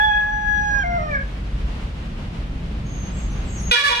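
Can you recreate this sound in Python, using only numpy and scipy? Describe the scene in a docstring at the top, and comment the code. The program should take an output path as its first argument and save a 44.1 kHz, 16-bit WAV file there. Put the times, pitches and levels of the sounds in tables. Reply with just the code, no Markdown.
"""Bull and horn on a village road

A tethered bull gives a high, trumpeting bellow beside a wall; its voice breaks downward twice and
ends hoarse. Traffic rumbles, and thin, birdlike whistles come from the trees. Then a two-tone
vehicle horn buzzes on alternating pitches, so loud that the gain control ducks everything else."""
import sys
import numpy as np
from scipy import signal
from scipy.fft import rfft, irfft
from scipy.io import wavfile
from scipy.ndimage import uniform_filter1d

SR = 44100
rng = np.random.default_rng(int(sys.argv[2]) if len(sys.argv) > 2 else 0)


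def generate_wav(signal):
    """Clip the signal to [-1, 1] and save it as 16-bit WAV at the path in sys.argv[1]."""
    frames = np.transpose(np.atleast_2d(signal))
    scaled = np.clip(frames, -1, 1) * 32767
    pcm = np.round(scaled).astype(np.int16)
    wavfile.write(sys.argv[1], SR, pcm)


N = 176400
T = np.arange(N) / SR

# the bull's held top note (time [s], pitch [Hz], relative levels of partials 1, 2, 3, 4 and of the
# treble [dB], left over right for partial 2 [dB])
TOP_NOTE = [(0, 840, -16, -11, -33, -25, -70, 1), (0.048, 855, -13.5, -13, -53, -25, -70, 3),
            (.11, 835.2, -17.5, -15.5, -37, -27.5, -61, 1),
            (0.241, 840.6, -22, -11.5, -44.5, -39.5, -62.5, 2.5),
            (0.348, 841.6, -21, -20, -54, -52, -60.5, 16), (0.551, 836.5, -21.5, -19, -47, -42.5, -50, 17),
            (0.67, 831.5, -22, -20.5, -47.5, -43.5, -48.5, -3.5),
            (0.758, 823, -28, -17, -42, -62, -49, -12), (0.828, 800.5, -40, -19.5, -43, -37, -55.5, -3.5)]
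# the falling end of the bellow (time [s], pitch [Hz], effort [dB])
FALLING_END = [(0.843, 703.3, -22), (0.901, 701.4, -22), (0.978, 690, -20), (0.989, 629.7, -20),
               (1.088, 607.4, -23), (1.15, 559.3, -23.5), (1.2, 535, -37), (1.26, 532, -69)]
# colour of the top note from partial 5 up (frequency [Hz], gain [dB])
TREBLE_COLOUR = [(4200, -2.5), (5000, -9), (5850, 7), (6700, -3.5), (7550, -23), (8300, -22.5), (9200, -12),
                 (10200, -39.5), (12500, -32)]
# throat resonances that the falling partials sweep through (frequency [Hz], gain [dB])
THROAT_COLOUR = [(500, -8), (625, -11), (700, -1), (1050, -12), (1220, -12.5), (1420, -14.5), (1650, 3),
                 (1870, -23), (2110, -14), (2330, -13.5), (2520, -38), (3500, -39), (5200, -52),
                 (5600, -37.5), (6000, -66)]
# a second vibration in the throat puts side tones beside the lowest partial (time [s], depth [dB])
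SIDE_TONE_DEPTH = [(.1, -28), (.25, -13), (.4, -32), (.68, -20), (.75, -3), (.81, 0), (.85, -18),
                   (1.1, -14), (1.2, -10)]
# horn blasts (start [s], length [s], horn [0 low, 1 high], relative level [dB], partial 2 gain [dB])
HORN_BLASTS = [(3.711, 0.038, 0, 3.5, -5.5), (3.754, 0.063, 1, -3, 3.5), (3.835, 0.053, 1, -0.5, 6),
               (3.886, 0.0466, 0, -5, 4), (3.949, 0.038, 0, -10, 0)]
# colours of the low and the high horn (frequency [Hz], gain [dB])
LOW_HORN_COLOUR = [(480, -14), (960, -7), (1440, -5), (1920, -7.5), (2400, -1), (2900, -6), (3400, -1.5),
                   (3850, -6.5), (4400, -18), (5300, -15), (7000, -25.5), (10000, -29.5), (14000, -42)]
HIGH_HORN_COLOUR = [(570, -11.5), (1140, -3), (1710, 7), (2290, -1.5), (2860, -6), (3430, -3), (4000, -7),
                    (5200, -12.5), (7000, -20.5), (10000, -22.5), (14000, -39)]
# notes from the trees (start [s], length [s], pitch [Hz], level [dB])
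WHISTLE_NOTES = [(2.832, 0.29, 6434, -47.5), (3.111, 0.14, 7600, -50.5), (3.15, 0.12, 6460, -51),
                 (3.275, 0.17, 6500, -56), (3.276, 0.065, 9820, -67), (3.43, 0.16, 7600, -49.5),
                 (3.463, 0.158, 6580, -46.5), (3.286, 0.049, 6000, -54), (3.571, 0.035, 5900, -42),
                 (3.588, 0.063, 9700, -58.5), (3.596, 0.13, 6520, -41.5)]
# colour of the traffic noise (frequency [Hz], relative density [dB])
TRAFFIC_COLOUR = [(12, -37), (20, -12), (38, -1.5), (54, 2.5), (66, -4.5), (87, -10), (188, -12),
                  (386, -28), (884, -31.5), (1810, -36), (2900, -37), (12600, -65.5), (14800, -93)]
# level of the background rumble and hiss; the hiss is raised while the horn ducks it
# (time [s], rumble gain [dB], hiss gain [dB])
BACKGROUND_LEVELS = [(0, 12, 8.5), (.6, 5.5, 3), (1.1, 0, -2.5), (1.33, -1.5, 0.5), (1.601, 0, 2),
                     (1.9, -1, 1.5), (2.6, 0.5, 0), (3.2, 1.5, 2), (3.7, 1.5, 3), (4, 2.5, 14.5)]
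# stereo image of the traffic (frequency [Hz], left-right correlation [-1 to 1])
TRAFFIC_IMAGE = [(60, 1), (150, 0.96), (370, 0.85), (930, -0.2), (2320, -0.041), (5780, 0.12),
                 (14400, -0.47)]
# ring of the lane (frequency [Hz], time to fall 60 dB [s])
LANE_DECAY = [(200, 0.35), (1500, 0.36), (4000, 0.5), (12000, 0.085)]

EDGE_HZ = 14800  # top of the band


def amp(db):
    """Decibels to gain."""
    return 10 ** (np.asarray(db) / 20)


def unit(x):
    """Scales to rms 1."""
    return x / np.sqrt(np.mean(x ** 2) + 1e-20)


def curve_at(points, hz):
    """Reads a curve on a log-frequency axis."""
    f, value = np.transpose(points)
    return np.interp(np.log(hz + 1), np.log(f + 1), value)


def wander(rate_hz):
    """Random drift of rms 1, up to about the given rate."""
    f = np.fft.rfftfreq(N, 1 / SR)
    return unit(irfft(rfft(rng.standard_normal(N)) / (1 + (f / rate_hz) ** 4), N))


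def noise(colour):
    """Stereo noise of rms 1 with the given colour (frequency [Hz], gain [dB])."""
    gain = amp(curve_at(colour, np.fft.rfftfreq(N, 1 / SR)))
    return unit(irfft(rfft(rng.standard_normal((2, N))) * gain, N))


def power(x):
    """Mean power of both channels over 14 ms."""
    return abs(uniform_filter1d((x ** 2).mean(0), 600))


def partial(turns, hz, lag_s, pan_db):
    """A sine placed in stereo: the left side is lag_s later and pan_db louder."""
    left = amp(pan_db / 2) * np.sin(2 * np.pi * (turns - hz * lag_s))
    right = amp(-pan_db / 2) * np.sin(2 * np.pi * turns)
    return np.array([left, right])


def bull(break_s=.835, hoarse_s=1.2, side_hz=230, push_db=14, push_s=.57, wall_s=.057):
    """A breathy falsetto with side tones; it breaks downward, grows hoarse and echoes off the wall."""
    top_s, top_hz, *top_curves = np.transpose(TOP_NOTE)
    fall_s, fall_hz, fall_db = np.transpose(FALLING_END)
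    *low_partials_db, treble_db, second_pan_db = [np.interp(T, top_s, c) for c in top_curves]
    effort_db = np.interp(T, fall_s, fall_db)
    pitch = np.interp(T, np.r_[top_s, fall_s], np.r_[top_hz, fall_hz])
    broken = np.clip((T - break_s) / .012 + .5, 0, 1)
    hoarse = np.clip((T - hoarse_s) / .076 + 1, 0, 1)
    hz = pitch * (1 + .003 * wander(90) + (.003 * broken + .025 * hoarse) * wander(200))
    turns = np.cumsum(hz) / SR
    side_turns = np.cumsum(side_hz * (1 + .156 * wander(81.6))) / SR
    side_tones = amp(np.interp(T, *np.transpose(SIDE_TONE_DEPTH))) * np.sin(2 * np.pi * side_turns)
    top_levels = low_partials_db + [treble_db + curve_at(TREBLE_COLOUR, k * pitch) for k in range(5, 16)]
    pan_db = {1: -7.5 * (1 - broken) + 3.5 * broken, 2: second_pan_db * (1 - broken), 4: -7.5}
    voice = np.zeros((2, N))
    for k, top_db in enumerate(top_levels, 1):
        db = (1 - broken) * top_db + broken * (effort_db + curve_at(THROAT_COLOUR, k * pitch))
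        flutter_db = 3 * (k > 2) * wander(56)
        tone = partial(k * (turns + .25), k * hz, .00037 if k > 2 else .00046, pan_db.get(k, 0))
        voice += np.sqrt(2) * amp(db + flutter_db) * (1 + side_tones * (k == 1)) * tone
    breath = noise([(300, -33.5), (600, -13), (1700, -1), (3300, -13), (4500, -16.5), (12000, -37)])
    voice += amp(-28.5) * breath * np.sqrt(power(voice))
    opening_push = np.clip(1 - T / push_s, 0, 1)
    release = np.clip((fall_s[-1] - T) / .009 + 1, 0, 1)
    voice *= amp(1 + push_db * opening_push) * release
    # only the falling end slaps back, with left and right swapped
    wall_echo = np.roll((voice * broken)[::-1], round(wall_s * SR), axis=1)
    return voice + amp(-9) * wall_echo + amp(-13) * lane_echoes(voice)


def horn(low_hz=481, high_hz=571, sag_per_s=.22, attack_s=.0044, ring_s=.0028):
    """Two buzzing diaphragms are switched on in turn and ring down in the lane."""
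    out = np.zeros((2, N))
    for start, length, is_high, db, second_db in HORN_BLASTS:
        pitch, colour = (high_hz, HIGH_HORN_COLOUR) if is_high else (low_hz, LOW_HORN_COLOUR)
        on = T >= start
        t = T[on] - start
        overshoot = .012 * np.exp(-t / .0079)  # each blast starts sharp
        sag = sag_per_s * (np.minimum(t, length) - length / 2)
        hz = pitch * (1 + overshoot - sag + .0075 * wander(93)[on])
        turns = np.cumsum(hz) / SR
        buzz = 0
        for k in range(1, int(EDGE_HZ / pitch) + 1):
            gain = amp(curve_at(colour, k * pitch) + second_db * (k == 2))
            buzz += gain * partial(k * turns + .5 * rng.random(), k * hz, lag_s=-.000469, pan_db=-3)
        rasp = noise([(750, -54), (1500, -6)] + list(colour[3:]))[:, on]
        rasp *= 1 + np.cos(2 * np.pi * turns)  # one puff per swing of the diaphragm
        envelope = np.minimum(t / attack_s, 1) * np.exp(-np.maximum(t - length, 0) / ring_s)
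        out[:, on] += amp(db - .5) * envelope * (unit(buzz) + amp(-15) * rasp)
    return out + amp(-3.5) * lane_echoes(out)


def whistles(sag=.022, jitter=.01136):
    """Thin, unsteady, slightly sagging notes from the trees, more echo than direct sound."""
    out = np.zeros((2, N))
    for start, length, pitch, db in WHISTLE_NOTES:
        progress = np.clip((T - start) / length, 0, 1)
        hz = pitch * (1 + sag * (.5 - progress) + jitter * wander(240))
        phase = 2 * np.pi * np.cumsum(hz) / SR
        envelope = amp(db + 2.8 * wander(46)) * np.sin(np.pi * progress)
        out += envelope * (np.sin(phase) + amp(-24) * np.sin(2 * phase))
    return out + amp(5) * lane_echoes(out)


def traffic(engine_hz=54, crossover_hz=350):
    """Lumpy road rumble with a wavering engine note, under a soft hiss."""
    f = np.fft.rfftfreq(N, 1 / SR)
    left, spare = rfft(amp(-26) * noise(TRAFFIC_COLOUR))
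    likeness = np.clip(curve_at(TRAFFIC_IMAGE, f), -1, 1)
    spectrum = np.array([left, likeness * left + np.sqrt(1 - likeness ** 2) * spare])
    lowpass = 1 / (1 + (f / crossover_hz) ** 4)
    engine_gain = amp(-36.5 + wander(2.7))
    engine_turns = np.cumsum(engine_hz * (1 + .023 * wander(9.9))) / SR
    rumble = irfft(spectrum * lowpass, N) + engine_gain * np.sin(2 * np.pi * engine_turns)
    hiss = irfft(spectrum * (1 - lowpass), N)
    times, rumble_db, hiss_db = np.transpose(BACKGROUND_LEVELS)
    rumble *= amp(np.interp(T, times, rumble_db) + .82 * wander(33))
    hiss *= amp(np.interp(T, times, hiss_db) + wander(12))
    return rumble + hiss


def lane_echoes(x):
    """Scattered reflections from walls and trees; the highest treble dies first."""
    taps = rng.standard_normal((2, SR)) * (rng.random((2, SR)) < .05) * (T[:SR] > .006)
    hz, t, bands = signal.stft(taps, SR, nperseg=256)
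    decay = amp(-60 * t / curve_at(LANE_DECAY, hz)[:, None])
    tail = signal.istft(bands * decay, SR, nperseg=256)[1]
    tail /= np.linalg.norm(tail, axis=1, keepdims=True)
    return signal.fftconvolve(x, tail, axes=1)[:, :N]


def scene():
    """Everything heard from the roadside."""
    return bull() + horn() + whistles() + traffic()


def record(dry, threshold_db=-17, strength=.84, release_db_per_s=22, attack_s=.0039):
    """Gain control clamps the loud calls and recovers slowly; then soft clipping and the band limit."""
    sidechain = signal.sosfilt(signal.butter(2, 200, "high", fs=SR, output="sos"), dry)
    level_db = 10 * np.log10(power(sidechain) + 1e-12)
    release_db = T * release_db_per_s
    peak_db = np.maximum.accumulate(level_db + release_db) - release_db  # holds peaks, then sinks
    over_db = np.maximum(peak_db - threshold_db, 0)
    pole = np.exp(-1 / (attack_s * SR))
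    smooth_over_db = signal.lfilter([1 - pole], [1, -pole], over_db - over_db[0]) + over_db[0]
    clipped = np.tanh(dry * amp(-strength * smooth_over_db))
    lowpass = signal.firwin(511, EDGE_HZ, window=("kaiser", 9), fs=SR)
    return signal.oaconvolve(clipped, lowpass[None], "same")


dry = scene()
out = record(dry)
generate_wav(out)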